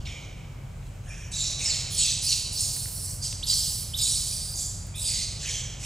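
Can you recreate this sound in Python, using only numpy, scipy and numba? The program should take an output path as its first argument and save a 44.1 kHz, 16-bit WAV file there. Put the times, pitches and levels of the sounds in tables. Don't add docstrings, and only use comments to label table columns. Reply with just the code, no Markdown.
import sys
import numpy as np
from scipy import signal
from scipy.fft import rfft, irfft, next_fast_len
from scipy.io import wavfile
from scipy.ndimage import uniform_filter1d
from numba import njit

SR = 44100
rng = np.random.default_rng(int(sys.argv[2]) if len(sys.argv) > 2 else 0)


def master_out(mix):
    frames = np.transpose(np.atleast_2d(mix))
    ceiling = np.clip(frames, -1, 1)
    pcm = np.round(ceiling * 32767).astype(np.int16)
    wavfile.write(sys.argv[1], SR, pcm)


def invert_db(x):
    u = np.asarray(x, float) / 20
    return 10 ** u


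N = 257984

# [f/Hz, likeness 0..1]
HUSH_ALIKE = [(30, 0.97), (125, 0.983), (250, 0.822), (500, 0.378), (2000, 0.56), (12000, 0.7)]
RISE_TREMBLE, FALL_TREMBLE = 0.0282, 0.0391


def rms_one(x):
    return x / np.sqrt(np.mean(x ** 2) + 1e-20)


def in_time(rows):
    s, *columns = np.transpose(rows)
    return [np.interp(np.arange(N) / SR, s, column) for column in columns]


def at_hz(points, hz):
    table_hz, value = np.transpose(points)
    return np.interp(np.log(hz), np.log(table_hz), value)


def drift(rate, size=N):
    step = max(1, int(SR / rate / 50))
    r = np.exp(-2 * np.pi * rate * step / SR)
    slow = signal.lfilter([1], [1, -2 * r, r * r], rng.standard_normal(size // step + 202))[200:]
    slow = slow * np.sqrt((1 - r * r) ** 3 / (1 + r * r))
    return np.interp(np.arange(size) / step, np.arange(len(slow)), slow)


def bands(size, alike, shape, lo_hz, hi_hz):
    count = round(3 * np.log2(hi_hz / lo_hz))
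    edges = lo_hz * 2 ** (np.arange(count + 1) / 3)
    white = rng.standard_normal((2, 2, size))
    out = 0
    for k, (low, high) in enumerate(zip(edges, edges[1:])):
        hz = np.sqrt(low * high)
        band = signal.butter(2, [low, high], "band", fs=SR, output="sos")
        mid, side = signal.sosfilt(band, white[k % 2])
        c = np.clip(at_hz(alike, hz), 0, 1)
        pair = np.sqrt(1 + c) * mid + np.sqrt(1 - c) * side * [[1], [-1]]
        out = out + shape(hz) * pair
    return out


@njit
def resonate(x, hz, width, sr):
    y, r = np.zeros(len(x)), np.exp(-np.pi * width / sr)
    for i in range(2, len(x)):
        drive = (1 - r * r) / 2 * (x[i] - x[i - 2])
        y[i] = drive + 2 * r * np.cos(2 * np.pi * hz[i] / sr) * y[i - 1] - r * r * y[i - 2]
    return y


def cavity(x, hz, width_hz, count=2):
    for _ in range(count):
        x = resonate(x, hz + 0 * x, float(width_hz), SR)
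    return x / np.sqrt(uniform_filter1d(x ** 2, size=1500) + 1e-12)


def add(out, start_s, wave, fade_s):
    start, ramp = round(start_s * SR), np.arange(len(wave)) / (fade_s * SR)
    faded = wave * np.clip(np.minimum(ramp, ramp[::-1]), 0, 1)
    out[start:start + len(wave)] += faded[:N - start]


def hush():
    # [f/Hz, level/dB per Hz]
    colour_db = [(160, -15), (200, -9.5), (300, -14), (600, -12.5), (1000, -18.5), (1400, -20),
                 (1800, -22.5), (2300, -20), (3000, -24), (4200, -29), (7000, -26), (11000, -37.5),
                 (15800, -36)]
    # [t/s, level/dB]
    traffic_db = [(0, 3.5), (1.3, 0.5), (1.7, 6.5), (2.1, 2), (5.2, 1.5), (5.45, 3.5), (5.85, 4)]
    swell_db = in_time(traffic_db)[0]

    def shape(hz):
        return invert_db(at_hz(colour_db, hz) + .8 * drift(4) + (hz < 1600) * swell_db)

    air = bands(N, HUSH_ALIKE, shape, 160, 16000)
    return invert_db(-55 + 3.5) * rms_one(air)


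def drone():
    # [f/Hz, level/dB per Hz]
    rumble_db = [(11, -44), (18, -19), (38, -3.5), (108, -2), (140, 0), (201, -16.5), (300, -30),
                 (390, -54), (660, -120)]
    # [t/s, level/dB]
    drone_db = [(0.0, -31.5), (0.19, -41), (0.33, -38.5), (5.85, -37.5)]
    # [f/Hz, blur width/Hz, level/dB]
    engine = [(34.3, 2.785, -49), (48.9, 5.083, -45), (75.92, 3.427, -46.5), (93.62, 3.768, -45.5),
              (107.71, 4.947, -47.5), (135.7, 5.14, -48.5)]
    rumble = rms_one(bands(N, HUSH_ALIKE, lambda hz: invert_db(at_hz(rumble_db, hz)), 18, 290))
    t = np.arange(N) / SR
    orders = 0
    for hz, width_hz, level_db in engine:
        cycles = hz * t + np.cumsum(drift(1.52)) * width_hz / 2 / SR
        orders = orders + invert_db(level_db + 2.0 * drift(0.745)) * np.sin(2 * np.pi * cycles)
    return invert_db(in_time(drone_db)[0]) * rms_one(invert_db(-39.5) * rumble + np.sqrt(2) * orders)


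def effort(rise_s, length_s, onset_db, drop_db):
    rise_bend, fall_bend = 2.063, 0.824
    t = np.arange(round(length_s * SR)) / SR
    rise = np.clip(1 - t / rise_s, 0, 1)
    fall = np.clip((t - rise_s) / max(length_s - rise_s, .003), 0, 1)
    return -onset_db * rise ** rise_bend - drop_db * fall ** fall_bend


def folds(size, beat_hz, wander, jitter, rough):
    rate = beat_hz * (1 + wander * drift(14, size=size) + jitter * drift(500, size=size))
    cycle = np.cumsum(rate) / SR
    clap = np.diff(np.floor(cycle), prepend=0)
    closures = rms_one(clap * invert_db(3.37 * rng.standard_normal(size)))
    air = rng.standard_normal(size) * (1 + .5 * np.cos(2 * np.pi * cycle))
    return (1 - rough) * closures + rough * air


def screeches():
    # [start t/s, rise/s, length/s, peak level/dB, end level/dB]
    cries = [(0, .005, 0.0456, -55, -63), (0.049, 0.0044, 0.2203, -47.5, -73.5),
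             (0.759, 0.107, 0.22, -70, -74), (1.03, 0.123, 0.267, -49.5, -54.5),
             (1.31, 0.103, 0.229, -30.5, -36.5), (1.583, 0.122, 0.247, -30.5, -35.5),
             (1.896, 0.146, 0.2396, -24, -27.5), (2.216, 0.1104, 0.2026, -22.5, -38.5),
             (2.511, 0.095, 0.475, -28, -48.5), (2.952, 0.1595, 0.216, -38, -54),
             (3.217, 0.0463, 0.11, -29, -47.5), (3.46, 0.052, 0.3804, -22, -42.5),
             (3.964, 0.0656, 0.671, -23.5, -48.5), (4.55, 0.078, 0.181, -38, -56.5),
             (4.949, 0.136, 0.306, -31, -34), (5.391, 0.135, 0.228, -35, -45.5),
             (5.79, 0.1, 0.066, -38.5, -29.5)]
    # [fold beats/Hz, throat f/Hz, mouth f/Hz, lips f/Hz, mouth width/Hz]
    tracts = [(784, 2800, 4300, 6720, 2400), (786.6, 2782, 4180, 5500, 3300), (796, 2660, 3810, 7560, 1740),
              (803, 2360, 6340, 7460, 1400), (1308, 2370, 4480, 6675, 2260),
              (1315.2, 2260, 4040, 6680, 3140), (885, 3008, 4585, 7370, 1840),
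              (1348.3, 2623, 4593, 8290, 2150), (1432.6, 2560, 4903, 7850, 1800),
              (1434, 3200, 5107, 7960, 1260), (795, 3280, 5060, 7380, 2320),
              (1457.6, 2970, 4790, 7870, 1810), (799.6, 3460, 4780, 7854, 1980),
              (863.5, 3170, 4590, 7000, 2070), (1257.9, 2960, 4694, 7560, 2200),
              (703, 2848, 3550, 6340, 2850), (814, 2520, 5750, 7030, 2550)]
    # [start below peak/dB, throat level/dB, lips level/dB, edge level/dB, jaw opening/share per s]
    colours = [(1, 4, 3, -14.5, .01), (1, 9, 6, -28.5, 0.32), (9.8, 6.5, 6.5, -16, -0.02),
               (20, 0.5, -1, -30, -0.42), (14, -12, 0, -39.5, -0.08), (4, -9, -2, -27.5, -0.36),
               (20.34, -11.5, -5, -22, -0.38), (10.14, -20, -5.5, -18.5, -0.43), (9, -37, -1, -11, 0.27),
               (4, -37, 2.5, -4.5, 0.23), (12, -13, -0.5, -22, -0.43), (15.9, -38, -3, -16, 0.29),
               (18, -26, -2.5, -17, 0.14), (12, -28.5, 9, -12.5, -0.34), (22.2, -12.5, 2.5, -20, -0.95),
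               (11, -4, 3, -27.5, 0.02), (20.2, 0, 6.5, -22, 0.08)]
    throat_follows, lips_follow, edge_follows = 0.645, 0.594, 0.194
    throat_lift, mouth_lift, lips_lift = 0.0022, 0.0027, 0.001
    jaw_mouth, jaw_throat = 0.49, 0.86
    jaw_lips_db, jaw_edge_db = 22.5, 89.5
    edge_swell_s, edge_fade_db_per_s = .025, 17
    out = np.zeros(N)
    for cry, tract, colour in zip(cries, tracts, colours):
        start_s, rise_s, length_s, peak_db, end_db = cry
        beat_hz, throat_hz, mouth_hz, lips_hz, mouth_width_hz = tract
        onset_db, throat_db, lips_db, edge_db, jaw_per_s = colour
        push_db = effort(rise_s, length_s, onset_db, peak_db - end_db)
        size = len(push_db)
        t = np.arange(size) / SR
        jaw = jaw_per_s * (t - rise_s)
        one, other = [folds(size, beat_hz, .04, .07, .5) for _ in range(2)]
        shake = [1 + .05 * drift(25, size=size) for _ in range(3)]
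        flutter_db = [0.82 * drift(22, size=size) for _ in range(4)]

        mouth_hz = mouth_hz * (1 - mouth_lift * push_db + jaw_mouth * jaw) * shake[0]
        lips_hz = lips_hz * (1 - lips_lift * push_db + jaw) * shake[1]
        throat_hz = throat_hz * (1 - throat_lift * push_db + jaw_throat * jaw) * shake[2]

        mouth_db = push_db + flutter_db[0]
        lips_db = lips_db + lips_follow * push_db + jaw_lips_db * jaw + flutter_db[1]
        edge_db = edge_db + edge_follows * push_db + jaw_edge_db * jaw
        edge_db = edge_db - edge_fade_db_per_s * t + flutter_db[2]
        throat_db = throat_db + throat_follows * push_db + flutter_db[3]

        voice = invert_db(mouth_db) * cavity(one, mouth_hz, mouth_width_hz)
        voice += invert_db(lips_db) * cavity(other, lips_hz, 4020, count=3)
        voice += np.minimum(t / edge_swell_s, 1) * invert_db(edge_db) * cavity(one, 13230, 8300)
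        voice += invert_db(throat_db) * cavity(other, throat_hz, 1450, count=3)
        add(out, start_s, voice * invert_db(peak_db - 3), .009)
    return out


def broken(x, depth_db):
    spec = signal.stft(x, nperseg=256)[2]
    patches = uniform_filter1d(rng.standard_normal(spec.shape), size=3, axis=0)
    patches = uniform_filter1d(patches, size=9, axis=1)
    out = signal.istft(spec * invert_db(depth_db * rms_one(patches)), nperseg=256)[1][:N]
    return out * np.sqrt(np.mean(x ** 2) / np.mean(out ** 2))


def locks():
    # [t/s, length/s, start f/Hz, level/dB]
    sagging = [(.06, 0.035, 5820, -50), (1.349, 0.099, 7837, -36.5), (1.593, 0.061, 8714, -45),
               (1.601, 0.0726, 2455, -46.5), (1.924, 0.095, 9840, -38.5), (1.97, 0.081, 4440, -34.5),
               (1.978, 0.121, 6900, -35.5), (2.059, 0.0347, 3890, -31), (2.236, 0.036, 10350, -40),
               (2.26, 0.0776, 4640, -34), (2.59, 0.091, 9480, -43.5), (2.599, 0.072, 7350, -34.5),
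               (2.749, 0.066, 10440, -45), (3.473, 0.086, 4862, -31.5), (3.991, 0.065, 3992, -36.5),
               (4.59, 0.088, 7890, -42.5)]
    # [t/s, length/s, start f/Hz, level/dB]
    held = [(.056, 0.0237, 3710, -41), (.058, 0.127, 2241, -49), (1.06, 0.157, 1655, -57),
            (1.08, 0.209, 5520, -58), (1.318, 0.246, 3798, -42), (1.6, 0.114, 6847, -38),
            (1.645, 0.047, 5310, -31), (1.9, 0.075, 10490, -47), (1.975, 0.076, 7910, -28.5),
            (1.979, 0.071, 7070, -29.5), (2.277, 0.056, 6870, -35.5), (2.56, 0.052, 4316, -36),
            (3.0, 0.056, 10700, -45.5), (3.21, 0.0653, 4690, -39), (3.43, 0.045, 11350, -47),
            (3.527, 0.049, 5994, -31.5), (3.945, 0.057, 11870, -45.5), (3.98, 0.194, 7620, -39.5),
            (4.03, 0.153, 8490, -40), (4.201, 0.465, 4572, -44.5), (4.202, 0.19, 9205, -45.5),
            (4.257, 0.084, 9940, -53.5), (4.95, 0.062, 2524, -55.5), (4.96, 0.076, 3710, -47.5),
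            (5.05, 0.122, 4780, -40), (5.08, 0.153, 2053, -54), (5.14, 0.162, 4062, -44),
            (5.42, 0.116, 1796, -53.5), (5.47, 0.124, 6084, -43), (5.48, 0.125, 3200, -45.5)]
    sag_per_s, creep_per_s = -1.223, 0.148
    out = np.zeros(N)
    for rows, slide_per_s in ((sagging, sag_per_s), (held, creep_per_s)):
        for start_s, length_s, from_hz, level_db in rows:
            size = round(length_s * SR)
            slide = 1 + slide_per_s * np.arange(size) / SR
            hz = from_hz * slide * (1 + 0.01 * drift(30, size=size))
            line = cavity(rng.standard_normal(size), hz, 502, count=3)
            add(out, start_s, invert_db(level_db + 2.5 + 2.2 * drift(40, size=size)) * line, .015)
    return out


def twigs():
    # [t/s, peak level/dB, centre f/Hz, left-right level/dB]
    ticks = [
        (.868, -45.5, 5000, 0),
        (2.765, -35, 1770, -8.5),
        (2.8571, -35.5, 2020, -6.5),
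        (2.882, -39, 1296, -8.5),
        (3.326, -26.5, 3070, 6),
        (3.5296, -30.5, 2210, 1.5),
        (3.828, -37.5, 2240, -4),
        (4.868, -41.5, 13540, 3),
        (5.2294, -49.5, 2022, 0.5),
    ]
    out, t = np.zeros((2, N)), np.arange(400) / SR
    for start_s, peak_db, hz, pan_db in ticks:
        burst = rng.standard_normal(400) * invert_db(-60 * t / 0.0201)
        snap = resonate(burst, hz + 0 * t, 1780.0, SR)
        at = round(start_s * SR)
        sides = invert_db([[pan_db / 2], [-pan_db / 2]])
        out[:, at:at + 400] += invert_db(peak_db) * snap / np.abs(snap).max() * sides
    return out


def squeaks():
    # [t/s, length/s, start f/Hz, end f/Hz, peak level/dB]
    clear = [
        (1.075, .065, 5300, 5600, -53),
        (1.095, .035, 2400, 2320, -48),
        (1.65, .105, 5400, 2800, -30),
        (1.66, .06, 7900, 6600, -30),
        (3.255, .035, 4950, 3680, -33),
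        (3.425, .026, 2390, 4600, -29),
        (3.934, .028, 2690, 4000, -28),
        (4.93, .05, 2300, 2520, -52),
        (4.94, .035, 3180, 3750, -42),
    ]
    overtones_db = [-34, -34]
    rise_bend, fall_bend = 1.662, 1.9
    arch_db, break_db = 14.5, 3.5
    out = np.zeros(N)
    for start_s, length_s, from_hz, to_hz, peak_db in clear:
        u = np.linspace(0, 1, round(length_s * SR))
        rising = to_hz > from_hz
        if rising:
            way, tremble = 1 - (1 - u) ** rise_bend, RISE_TREMBLE
        else:
            way, tremble = u ** fall_bend, FALL_TREMBLE
        hz = (from_hz + (to_hz - from_hz) * way) * (1 + tremble * drift(259, size=len(u)))
        phase = 2 * np.pi * np.cumsum(hz) / SR
        tone = np.sin(phase)
        level_db = peak_db - arch_db * (2 * u - 1) ** 2
        if rising:
            for partial, db in enumerate(overtones_db, start=2):
                tone = tone + invert_db(db) * np.sin(partial * phase)
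        else:
            level_db = level_db + break_db * drift(60, size=len(u))
        add(out, start_s, np.sqrt(2) * invert_db(level_db) * tone, .002)
    return out


def scatter(x, gap_s, build_s):
    # [f/Hz, likeness 0..1]
    echo_alike = [(2000, 1), (4000, 0.965), (6000, 1), (8000, 0.99), (13000, 0.55)]
    # [f/Hz, decay/s]
    echo_t60 = [(1500, 2.51), (4000, 0.945), (8000, 0.974), (14000, 0.524)]
    t = np.arange(round(1.2 * SR)) / SR

    def decay(hz):
        t60_s = at_hz(echo_t60, hz)
        return invert_db(-60 * t / t60_s) / np.sqrt(t60_s)

    tail = bands(len(t), echo_alike, decay, 1000, 16000)
    tail = tail * (1 - np.exp(-np.maximum(t - gap_s, 0) / build_s))
    tail = tail / np.sqrt(np.sum(tail ** 2) / 2)
    return signal.fftconvolve(x[None], tail, axes=1)[:, :N]


def lean(pair):
    # [f/Hz, left-right level/dB]
    lean_db = [(1500, -1), (3000, -2.5), (5500, -3), (8000, -1), (9000, -0.5), (10200, -12), (11500, -5.5),
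               (15000, -2.5)]
    # [f/Hz, left lead/rad]
    twist_rad = [(1500, 0.73), (2300, 0.614), (5700, 0.502), (7700, -0.21), (9000, -0.555), (10500, 0.9),
                 (12000, 0.24)]
    size = next_fast_len(N)
    hz = np.arange(size // 2 + 1) * SR / size + 1
    left = invert_db(at_hz(lean_db, hz) / 2) * np.exp(.5j * at_hz(twist_rad, hz))
    return irfft(rfft(pair, size) * [left, 1 / left], size)[:, :N]


def scene():
    rasp = broken(screeches(), 4.0)
    rasp = signal.sosfilt(signal.butter(4, 1843, "high", fs=SR, output="sos"), rasp)
    voice = rasp + locks() + squeaks()
    echoes = scatter(voice, gap_s=0.00187, build_s=0.0091)
    monkey = lean(invert_db(-1) * voice + invert_db(-4.0) * echoes)
    return monkey + twigs() + hush() + drone()


def roll_off(x):
    return signal.sosfilt(signal.butter(12, 15970, fs=SR, output="sos"), x)


def record(dry):
    cut = signal.sosfilt(signal.cheby2(14, 60, 16200, fs=SR, output="sos"), dry)
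    return roll_off(cut)


dry = scene()
out = record(dry)
master_out(out)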